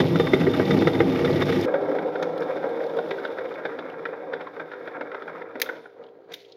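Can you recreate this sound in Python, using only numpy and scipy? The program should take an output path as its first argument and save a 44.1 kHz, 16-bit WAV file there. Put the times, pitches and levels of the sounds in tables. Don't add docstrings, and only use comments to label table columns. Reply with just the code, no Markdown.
import sys
import numpy as np
from scipy import signal
from scipy.fft import rfft, irfft
from scipy.io import wavfile

SR = 44100
rng = np.random.default_rng(int(sys.argv[2]) if len(sys.argv) > 2 else 0)


def digitize_waveform(pressure):
    field = np.atleast_2d(pressure).T
    bounded = np.clip(field, -1, 1)
    quanta = np.round(bounded * 32767).astype(np.int16)
    wavfile.write(sys.argv[1], SR, quanta)


N = 289672

MOVE_S, FADE_S = 1.657, .008
SHAFT_HZ, PLATE_HZ = 7.35, 3600
# start in seconds, clack, thud and edge in dB, contact pitch in Hz.
HARD_KNOCKS = [(0.002, -27, -19, -31.5, 1030), (0.157, -30.5, -23.5, -40, 1360),
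               (0.198, -29, -14, -38, 2020), (0.270, -31.5, -31, -46, 1120),
               (0.334, -23.5, -12, -35.5, 2010), (0.4678, -32.5, -17, -62, 1900),
               (0.597, -31, -14, -62, 1320), (0.7078, -29.5, -23.5, -38, 1660),
               (0.821, -32, -17.5, -39, 1360), (0.872, -25, -12, -36.5, 1300),
               (0.949, -39.5, -52, -46, 1960), (1.0038, -25.5, -12.5, -45, 2000),
               (1.158, -38, -40, -62, 2220), (1.246, -32, -32, -38.5, 1340), (1.276, -34, -25, -62, 1880),
               (1.4201, -28.5, -19.5, -36, 1180), (1.492, -34, -45, -41, 1210),
               (1.524, -32.5, -40, -37, 2000), (1.7394, -33, -17.5, -46, 1510),
               (1.951, -44.5, -27.5, -63, 1590), (1.9846, -34.5, -35, -49, 1460),
               (2.085, -44, -35, -71, 1060), (2.155, -33.5, -25, -48, 1480), (2.225, -36.5, -33, -49, 1620),
               (2.42, -38.5, -24.5, -51, 1570), (2.559, -41, -23.5, -55, 1000),
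               (2.64, -35.5, -23, -65, 1350), (2.805, -41, -35, -54, 1520), (2.968, -50, -24, -58, 1460),
               (2.987, -35, -23, -45, 1490), (3.1096, -32.5, -27, -39.5, 2000),
               (3.183, -38, -43, -52, 1480), (3.249, -30.5, -29, -41.5, 1540),
               (3.384, -35.5, -34, -50, 1530), (3.452, -48, -46, -58, 1520),
               (3.6523, -31, -26.5, -42.5, 1540), (3.789, -41.5, -28.5, -46, 1530),
               (4.054, -29.5, -46, -49, 1480), (4.3338, -31, -26.5, -44, 1560),
               (4.408, -41, -38, -50.5, 1410), (4.469, -38.5, -51, -56, 1020), (4.564, -43, -37, -63, 1260),
               (4.5965, -35, -35, -53, 1360), (4.716, -40.5, -52, -54, 1630), (4.735, -40, -40, -59, 1440),
               (4.875, -37.5, -32, -51.5, 1500), (4.966, -42.5, -31.5, -71, 1510),
               (5.010, -34.5, -30, -54, 1430), (5.116, -39, -36, -58, 1450), (5.146, -35, -29.5, -55, 1330),
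               (5.222, -44.5, -38.5, -53, 1310), (5.277, -37, -54, -59, 1480),
               (5.4186, -41, -38.5, -59, 1900), (5.555, -39.5, -31, -57, 1500),
               (5.659, -39, -51.5, -46, 1510), (5.6896, -30, -34, -54, 1470),
               (5.856, -45, -40.5, -71, 1504)]
# frequency in Hz, level in dB.
RASP_SPECTRUM = [(1200, -43.5), (2200, 3.5), (2900, -0.5), (3550, 1.5), (4300, -5), (5300, -4),
                 (6300, -14.5), (7500, -18), (10000, -18), (12000, -19), (13800, -16.5), (16000, -31.5)]


def grinding(beside, press_s, churn_db, rattle_db, rasp_db, ring_db, sing_db, sing_width_hz,
             throb_db, flutter_db, crackle_db, crackles_per_s, clump_db):
    low_db, middle_db, high_db = auger_load(beside)
    turn = 2 * np.pi * SHAFT_HZ * (np.arange(N) / SR - press_s)
    surge_db = throb_db * (np.cos(2 * turn) + np.cos(4 * turn)) + flutter_db * drift(70)
    churn = rms_one(body(grains(6000, 1.47) * from_db(0.44 * surge_db), beside, wander_db=3))
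    rattle = rms_one(metal(grains(1100, 2.94) * from_db(surge_db), beside, wander_db=1.5))
    rasp = rms_one(plate(grains(4100, 2.0) * from_db(0.45 * surge_db), ring_db))
    plate_tone = resonance(resonance(grains(5000, 0.88), PLATE_HZ, sing_width_hz), PLATE_HZ, 300)
    singing = rms_one(plate_tone * from_db(10 * np.tanh(drift(36))))
    bright = rasp + from_db(sing_db) * singing + from_db(crackle_db) * crackle(crackles_per_s)
    bright *= from_db(clump_db * np.tanh(drift(28)))
    return (from_db(low_db + churn_db) * churn + from_db(middle_db + rattle_db) * rattle
            + from_db(high_db + rasp_db) * bright)


def auger_load(beside, swell_s=0.013, spill_s=0.021, empty_s=5.708, empty_db_per_s=91):
    # time in seconds, then churn, rattle and rasp in dB.
    load_beside = [(0.0, -20.5, -34.5, -42), (0.3, -24.5, -36.5, -43.5), (0.4, -23, -34.5, -43.5),
                   (0.66, -24, -36.5, -43), (0.73, -19.5, -33, -42), (1.0, -22.5, -34.5, -44.5),
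                   (1.66, -21, -31, -40.5)]
    load_front = [(1.69, -25.5, -40, -53.5), (2.01, -24.5, -41.5, -53.5), (2.17, -28, -43, -55.5),
                  (2.26, -27.5, -42.5, -54.5), (3.01, -30, -41.5, -53.5), (3.05, -33.0, -44.5, -52.5),
                  (3.72, -35.5, -40, -58.5), (4.3, -36, -46.5, -64), (4.42, -34.5, -41, -58),
                  (4.52, -46, -51.5, -65.5), (4.59, -36, -44.5, -59), (4.73, -43, -48.5, -65),
                  (4.84, -41, -47.5, -60), (4.97, -34.5, -41.5, -63), (5.21, -41.5, -46, -63),
                  (5.39, -36, -43, -61.5), (5.46, -42.5, -47, -70.5), (5.82, -37, -46, -52.5)]
    t = np.arange(N) / SR
    knock_s = np.r_[-1, np.sort(np.array(HARD_KNOCKS)[:, 0]), 2 * N / SR]
    coming = np.searchsorted(knock_s, t)
    swell_db = np.exp((t - knock_s[coming]) / swell_s)
    spill_db = np.exp((knock_s[coming - 1] - t) / spill_s)
    emptying_db = empty_db_per_s * np.maximum(t - empty_s, 0)
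    return np.array(in_time(load_beside if beside else load_front)) + swell_db + spill_db - emptying_db


def knocks(beside, light, clack_db, thud_db, thud_hz, body_db, edge_db, strike, hold_s, decay_s, edge_hz):
    out = np.zeros(N)
    cushion = signal.butter(4, edge_hz, fs=SR)
    table_band = signal.butter(3, [thud_hz / 1.255, thud_hz * 1.407], "band", fs=SR, output="sos")
    for s, middle_db, low_db, high_db, hz in list(HARD_KNOCKS) + light:
        if (s < MOVE_S) != beside:
            continue
        force = signal.lfilter(*cushion, blow(strike, hold_s, decay_s))
        clack = attack_one(metal(force, beside) + 1.98 * double_resonance(force, hz, 410))
        push = blow(strike, hold_s=0.0065, decay_s=0.0054)
        damped = attack_one(signal.sosfilt(table_band, push))
        thud = attack_one(damped + from_db(body_db) * attack_one(body(push, beside)))
        scrape = signal.lfilter(*cushion, crush(hold_s, decay_s=0.0092))
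        edge = attack_one(plate(scrape, ring_db=8))
        add(out, s, from_db(middle_db + clack_db) * clack + from_db(low_db + thud_db) * thud
            + from_db(high_db + edge_db) * edge)
    return out


def light_knocks(beside, press_s, clack_db, thud_db, edge_db, hz, chance=.75, jitter_s=0.0043):
    lead_s, last_piece_s = .006, 5.9
    half_turn_s = .5 / SHAFT_HZ
    hard_s = np.array(HARD_KNOCKS)[:, 0]
    times = np.arange((press_s - lead_s) % half_turn_s, last_piece_s, half_turn_s)
    load_db, rows = auger_load(beside), []
    for s, (late, weak, pitch), luck in zip(times, rng.standard_normal((200, 3)), rng.random(200)):
        if luck < chance and np.abs(hard_s - s).min() > half_turn_s / 2:
            low_db, middle_db, high_db = load_db[:, int(s * SR)] - 0.5 * weak
            rows.append((s + jitter_s * late, middle_db + clack_db, low_db + thud_db,
                         high_db + edge_db, hz * np.exp(.14 * pitch)))
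    return rows


def body(force, beside, wander_db=0):
    # frequency in Hz, width in Hz, gain in dB.
    modes_beside = [(106, 5.2, -10.5), (145, 7.1, 0), (168, 21, -5), (194, 19, -6), (264.6, 22.4, 0),
                    (294, 31, -11), (341, 19, -0.5), (372, 25, -9), (462.4, 16, -3.5), (608, 17, -15),
                    (787, 91, -13.5)]
    modes_front = [(105, 42, -22), (177, 62, -21.5), (291, 18.7, -12), (346, 44, -11), (411, 20.6, -9.5),
                   (465.7, 22.7, 0.5), (516, 27.6, -3.5), (592, 26, -15.5), (718.4, 41, -13.5),
                   (898, 26, -19)]
    modes, band_hz = (modes_beside, [70, 727]) if beside else (modes_front, [146, 910])
    return ring(force, modes, band_hz, wander_db, in_phase=True)


def metal(force, beside, wander_db=0):
    # frequency in Hz, width in Hz, gain in dB.
    modes_beside = [(860, 26, -6), (1183, 53, 9), (1490, 340, 3), (1793, 230, 4), (1930, 100, 8),
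                    (2210, 110, 3.5), (2950, 410, -8.5)]
    modes_front = [(910, 160, -2.5), (1340, 165, 1.5), (1502, 246, -1.5), (1605, 74, 2), (1900, 210, -9.5),
                   (2194, 47, -2.5), (2373, 120, -9.5)]
    modes, band_hz = (modes_beside, [680, 2980]) if beside else (modes_front, [840, 2290])
    return ring(force, modes, band_hz, wander_db)


def plate(force, ring_db):
    scrape = colour(force, RASP_SPECTRUM)
    return scrape + from_db(ring_db) * resonance(scrape, PLATE_HZ, width_hz=330)


def crackle(per_s, spread_db=4.5, width_hz=840, pitches=12):
    clicks, pitch_index = grains(per_s, spread_db), rng.integers(0, pitches, N)
    bursts = sum(resonance(clicks * (pitch_index == k), hz, width_hz)
                 for k, hz in enumerate(np.geomspace(2500, 13500, pitches)))
    return rms_one(colour(bursts, RASP_SPECTRUM))


def lumps(gain_db, hold_s, decay_s, relative_width):
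    # start in seconds, level in dB, pitch in Hz.
    shoves = [(0.127, -20.5, 166.6), (0.404, -20, 163), (0.473, -15, 366), (0.743, -23, 466),
              (0.823, -17, 337), (1.226, -21, 460), (1.429, -30, 144), (1.567, -17.5, 358),
              (1.742, -21.5, 552), (1.895, -23, 502), (2.488, -44, 980), (2.662, -25, 476),
              (2.845, -24, 503), (5.625, -34, 450)]
    out = np.zeros(N)
    for s, db, hz in shoves:
        bump = double_resonance(blow(26, hold_s, decay_s), hz, relative_width * hz)
        add(out, s, from_db(db + gain_db) * attack_one(bump, size=1300))
    return out


def dry_ticks(gain_db, hold_s, decay_s, relative_width):
    # start in seconds, level in dB, pitch in Hz, spray in dB relative to the tick.
    ticks = [(0.411, -35, 2500, -30), (0.653, -41, 3900, -20), (0.708, -40, 5170, -24),
             (0.787, -40, 4460, -20), (0.872, -43, 5200, -26), (0.934, -38, 3430, -21),
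             (1.247, -48, 4240, -11), (1.312, -45, 4800, -19), (1.329, -37, 3600, -26),
             (1.466, -46, 4200, -19), (1.544, -40, 2600, -22), (1.611, -39.5, 5200, -9),
             (2.378, -45, 3670, -15), (2.405, -52.5, 5200, -10), (2.431, -52.5, 4230, -19),
             (2.569, -57, 4600, -20), (2.69, -53, 3570, -12), (2.840, -52, 4000, -21),
             (2.866, -51, 3700, -17), (2.968, -53, 3400, -11), (3.107, -42, 3280, -25),
             (3.275, -50, 2900, -22), (3.491, -53, 3050, -19), (3.540, -49, 3380, -26),
             (3.786, -51, 3300, -28), (3.899, -46, 2700, -26), (5.767, -52.5, 3040, -32),
             (6.038, -53.5, 3220, -43), (6.065, -59.5, 3200, -42), (6.086, -61.5, 3000, -36.5),
             (6.339, -33, 3470, -32.5), (6.403, -52, 3900, -24), (6.417, -59, 4300, -15),
             (6.448, -51.5, 3130, -25), (6.5207, -47, 4100, -40)]
    out = np.zeros(N)
    spray_band = signal.butter(2, [6500, 13500], "band", fs=SR, output="sos")
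    soften = signal.butter(4, 6000, fs=SR, output="sos")
    for s, db, hz, spray_db in ticks:
        force = crush(hold_s, decay_s)
        tick = attack_one(double_resonance(signal.sosfilt(soften, force), hz, relative_width * hz), 300)
        spray = attack_one(signal.sosfilt(spray_band, force), 300)
        add(out, s, from_db(db + gain_db) * (tick + from_db(spray_db) * spray))
    return out


def knife_pings(gain_db, hold_s, decay_s, width_hz):
    # start in seconds, level in dB.
    snags = [(0.0, -29), (0.143, -39.5), (0.198, -39), (0.27, -36), (0.337, -29), (0.396, -43),
             (0.494, -37), (0.534, -36), (0.651, -34), (0.71, -30), (0.788, -37), (0.872, -40),
             (0.933, -35), (1.109, -43), (1.247, -30), (1.421, -33), (1.49, -44), (1.521, -41),
             (1.614, -46.5)]
    out = np.zeros(N)
    for s, db in snags:
        ping = resonance(resonance(blow(14, hold_s, decay_s), PLATE_HZ, width_hz), PLATE_HZ, 400)
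        add(out, s, from_db(db + gain_db) * attack_one(ping))
    return out


def snaps(gain_db, treble_db, tail_s, treble_s, split_hz=8200):
    # start in seconds, level in dB, relative treble in dB, rise in seconds, relative tail in dB.
    hits = [(2.226, -26.5, -26, 0.00053, -22), (5.599, -29.5, 1, .0003, -37),
            (5.6167, -11, 1, 0.00017, -29.5), (5.642, -36.5, 0, .001, -32),
            (6.317, -34.5, -22, 0.0055, -22), (6.3329, -29, -4, 0.0078, -17)]
    # frequency in Hz, level in dB.
    spectrum = [(400, -32), (1300, -9.5), (2130, 6), (2900, -6.5), (3550, 1), (4400, -4.5), (6200, -9),
                (7500, -22), (10000, -20), (11400, -11), (12400, -14), (13000, -12), (13550, -3),
                (14000, -13.5), (14600, -20), (16000, -13)]
    out = np.zeros(N)
    lowpass, highpass = (signal.butter(4, split_hz, side, fs=SR, output="sos") for side in ("low", "high"))
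    for s, db, high_db, rise_s, tail_db in hits:
        force = crush(rise_s + 0.00079, 0.005, size=32768) + from_db(tail_db) * crush(0, tail_s, size=32768)
        t = np.arange(len(force)) / SR
        crack = colour(force * np.minimum(t / rise_s, 1), spectrum)
        low = attack_one(signal.sosfilt(lowpass, crack))
        high = attack_one(signal.sosfilt(highpass, crack)) * np.exp(-t / treble_s)
        add(out, s, from_db(db + gain_db) * (low + from_db(high_db + treble_db) * high))
    return out


def rubs():
    # peak time, rise and decay in seconds, then body, metal and swish in dB.
    swells = [(6.025, 0.061, 0.046, -44.5, -58.5, -72), (6.17, 0.19, 0.22, -53, -68, -79),
              (6.315, 0.022, 0.02, -43, -50.5, -67), (6.42, 0.085, 0.07, -71, -85, -62.5),
              (6.497, 0.017, 0.026, -52.5, -83, -69), (6.55, .03, 0.052, -59, -79, -69)]
    # frequency in Hz, level in dB.
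    spectrum = [(1200, -23), (2200, -3), (3200, 4), (4200, 2), (5200, -9), (6500, -11.5), (8000, -22.5),
                (13000, -27.5)]
    t = np.arange(N) / SR
    rumble = rms_one(body(grains(4100, 2.3), beside=False))
    rattle = rms_one(metal(grains(1100, 2.7), beside=False))
    swish = from_db(3.1 * drift(120)) * rms_one(colour(grains(3800, 2.8), spectrum))
    out = np.zeros(N)
    for s, rise_s, decay_s, *levels_db in swells:
        from_peak = (t - s) / np.where(t < s, rise_s, decay_s)
        envelope = np.exp(-np.minimum(from_peak ** 2, 20))
        out += envelope * (from_db(levels_db) @ np.array([rumble, rattle, swish]))
    return out


def motor_hum():
    # time in seconds, level in dB.
    fade = [(1.7, -29.5), (2.3, -32), (2.95, -43), (3.1, -46), (4.3, -46), (5.55, -52.5), (5.65, -63.5)]
    # frequency in Hz, relative level in dB.
    tones = [(300, -11), (400, -12.5), (500, -1.5), (600, -18.5), (1342, -18.5)]
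    level_db, = in_time(fade)
    t = np.arange(N) / SR
    hum = sum(from_db(db + 4.5 * drift(8.3)) * np.sin(2 * np.pi * (hz * t + rng.random()))
              for hz, db in tones)
    return from_db(level_db) * rms_one(hum)


def belt_drive(level_db, cycle_hz, roughness):
    # frequency in Hz, level in dB.
    spectrum = [(50, -40), (115, -15.5), (175, -22), (230, -42), (290, -4), (400, 4), (460, 8), (520, -11),
                (580, -4), (750, -11.5), (850, -38.5), (1300, -23), (2400, -35.5), (6000, -78.5)]
    cycles = np.cumsum(cycle_hz * (1 + 0.013 * drift(9))) / SR
    pulses = np.diff(np.floor(cycles), prepend=0) * (1 + roughness * rng.standard_normal(N))
    return from_db(level_db) * rms_one(colour(pulses, spectrum))


def chirp(waver_hz, flicker_db):
    # time in seconds, pitch in Hz, level in dB.
    glide = [(5.79, 9450, -105), (5.81, 9450, -82), (5.84, 9680, -79), (5.87, 9820, -78), (5.89, 9820, -93),
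             (5.95, 9430, -94), (6.02, 9280, -94), (6.08, 9450, -95), (6.16, 9030, -99), (6.27, 8650, -98),
             (6.3, 8600, -115)]
    hz, level_db = in_time(glide)
    envelope = from_db(level_db) - from_db(level_db.min())
    flicker = from_db(flicker_db * np.tanh(drift(160)))
    return envelope * flicker * np.sin(2 * np.pi * np.cumsum(hz + waver_hz * drift(250)) / SR)


def yard(x, wet_db, t60_s=0.38):
    t = np.arange(SR) / SR
    tail = rng.standard_normal(SR) * from_db(-60 * t / t60_s) * (t > .008)
    tail = colour(tail, [(200, 10.5), (1500, 3.0), (4000, -2.0), (15000, -11.0)])
    return x + from_db(wet_db) * signal.fftconvolve(x, tail / np.linalg.norm(tail))[:N]


def air(level_db):
    # frequency in Hz, level in dB.
    spectrum = [(30, -23), (120, -2.5), (500, 5.5), (1500, -7), (4000, -12), (7000, -23), (10000, -25),
                (15000, -21)]
    return from_db(level_db) * rms_one(colour(rng.standard_normal(N), spectrum))


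def grains(per_s, spread_db):
    sizes = from_db(spread_db * np.minimum(rng.exponential(1, N), 4)) * rng.choice([-1, 1], N)
    return rms_one(sizes * (rng.random(N) < per_s / SR))


def crush(hold_s, decay_s, size=8192):
    t = np.arange(size) / SR
    return rng.standard_normal(size) * np.exp(-np.maximum(t - hold_s, 0) / decay_s)


def blow(strike, hold_s, decay_s):
    force = crush(hold_s, decay_s)
    force[0] += strike
    return force


def ring(force, modes, band_hz, wander_db, in_phase=False):
    out = 0
    for k, (hz, width_hz, db) in enumerate(modes):
        share = from_db(wander_db * drift(14)) if wander_db else 1
        sign = 1 if in_phase else (-1) ** k
        out = out + sign * from_db(db) * resonance(force * share, hz, width_hz)
    return signal.sosfilt(signal.butter(3, band_hz, "band", fs=SR, output="sos"), out)


def resonance(x, hz, width_hz):
    r = np.exp(-np.pi * width_hz / SR)
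    feedback = [1, -2 * r * np.cos(2 * np.pi * hz / SR), r * r]
    return signal.lfilter(np.array([1, 0, -1]) * (1 - r * r) / 2, feedback, x + 1e-18)


def double_resonance(x, hz, width_hz):
    return resonance(resonance(x, hz, width_hz), hz, width_hz)


def colour(x, spectrum, size=4096):
    hz, db = np.transpose(spectrum)
    grid_hz = np.maximum(np.arange(size // 2 + 1) * SR / size, 1)
    gain = from_db(np.interp(np.log(grid_hz), np.log(hz), db))
    cepstrum = irfft(np.log(gain))
    cepstrum[1:size // 2] *= 2
    response = irfft(np.exp(rfft(cepstrum[:size // 2], size)))
    return signal.fftconvolve(x, response)[:len(x)]


def drift(per_s, size=2048):
    return np.interp(np.arange(N) / SR * per_s, np.arange(size), rng.standard_normal(size))


def in_time(rows):
    s, *columns = np.transpose(rows)
    return [np.interp(np.arange(N) / SR, s, column) for column in columns]


def from_db(db):
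    return 10 ** (np.asarray(db) / 20)


def rms_one(x):
    return x / np.sqrt(np.mean(x ** 2) + 1e-20)


def attack_one(x, size=800):
    return x / np.sqrt(np.mean(x[:size] ** 2))


def add(out, s, sound):
    at = max(round(s * SR), 0)
    out[at:at + len(sound)] += sound[:N - at]


def scene():
    moved = np.clip((np.arange(N) / SR - MOVE_S) / FADE_S + .5, 0, 1)
    press_beside_s, press_front_s = 0.2017, 3.113
    pieces = lumps(gain_db=-4.5, hold_s=0.012, decay_s=0.016, relative_width=0.18)
    pieces += dry_ticks(gain_db=-2.0, hold_s=0.0012, decay_s=0.0048, relative_width=0.39)

    beside = grinding(True, press_beside_s, churn_db=0.5, rattle_db=-3.5, rasp_db=-1.0, ring_db=-30,
                      sing_db=-7.5, sing_width_hz=35, throb_db=1.0, flutter_db=3.5,
                      crackle_db=-6.5, crackles_per_s=530, clump_db=1.0)
    light = light_knocks(True, press_beside_s, clack_db=-17, thud_db=-9, edge_db=-1, hz=1660)
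    beside += knocks(True, light, clack_db=1.0, thud_db=-3, thud_hz=350, body_db=1.5, edge_db=-0.5,
                     strike=14.4, hold_s=0.005, decay_s=0.0019, edge_hz=11300)
    beside += knife_pings(gain_db=-5.5, hold_s=0.0013, decay_s=0.003, width_hz=26) + (1 - moved) * pieces

    front = grinding(False, press_front_s, churn_db=-1.0, rattle_db=-0.5, rasp_db=-2.5, ring_db=3,
                     sing_db=-11.0, sing_width_hz=290, throb_db=1.4, flutter_db=2.5,
                     crackle_db=-14.0, crackles_per_s=220, clump_db=2)
    light = light_knocks(False, press_front_s, clack_db=-10.5, thud_db=-6.5, edge_db=-15.5, hz=1480)
    front += knocks(False, light, clack_db=0.5, thud_db=-3.5, thud_hz=450, body_db=4.5, edge_db=-1.3,
                    strike=6.9, hold_s=0.0033, decay_s=0.004, edge_hz=4640)
    front += moved * pieces + rubs() + motor_hum()
    front += belt_drive(level_db=-54.5, cycle_hz=57.5, roughness=0.24)

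    direct = snaps(gain_db=-12.5, treble_db=-4.0, tail_s=0.083, treble_s=0.088)
    direct += chirp(waver_hz=130, flicker_db=5.0)
    in_yard = (1 - moved) * yard(beside, wet_db=-21) + moved * yard(front, wet_db=-17.5)
    return (in_yard + direct + air(level_db=-75.5))[None]


def record(dry):
    notched = 0.82 * signal.lfilter(*signal.iirnotch(8250, 4.5, fs=SR), dry) + 0.15 * dry
    return signal.sosfilt(signal.ellip(10, .2, 80, 15750, fs=SR, output="sos"), notched)


dry = scene()
out = record(dry)
digitize_waveform(out)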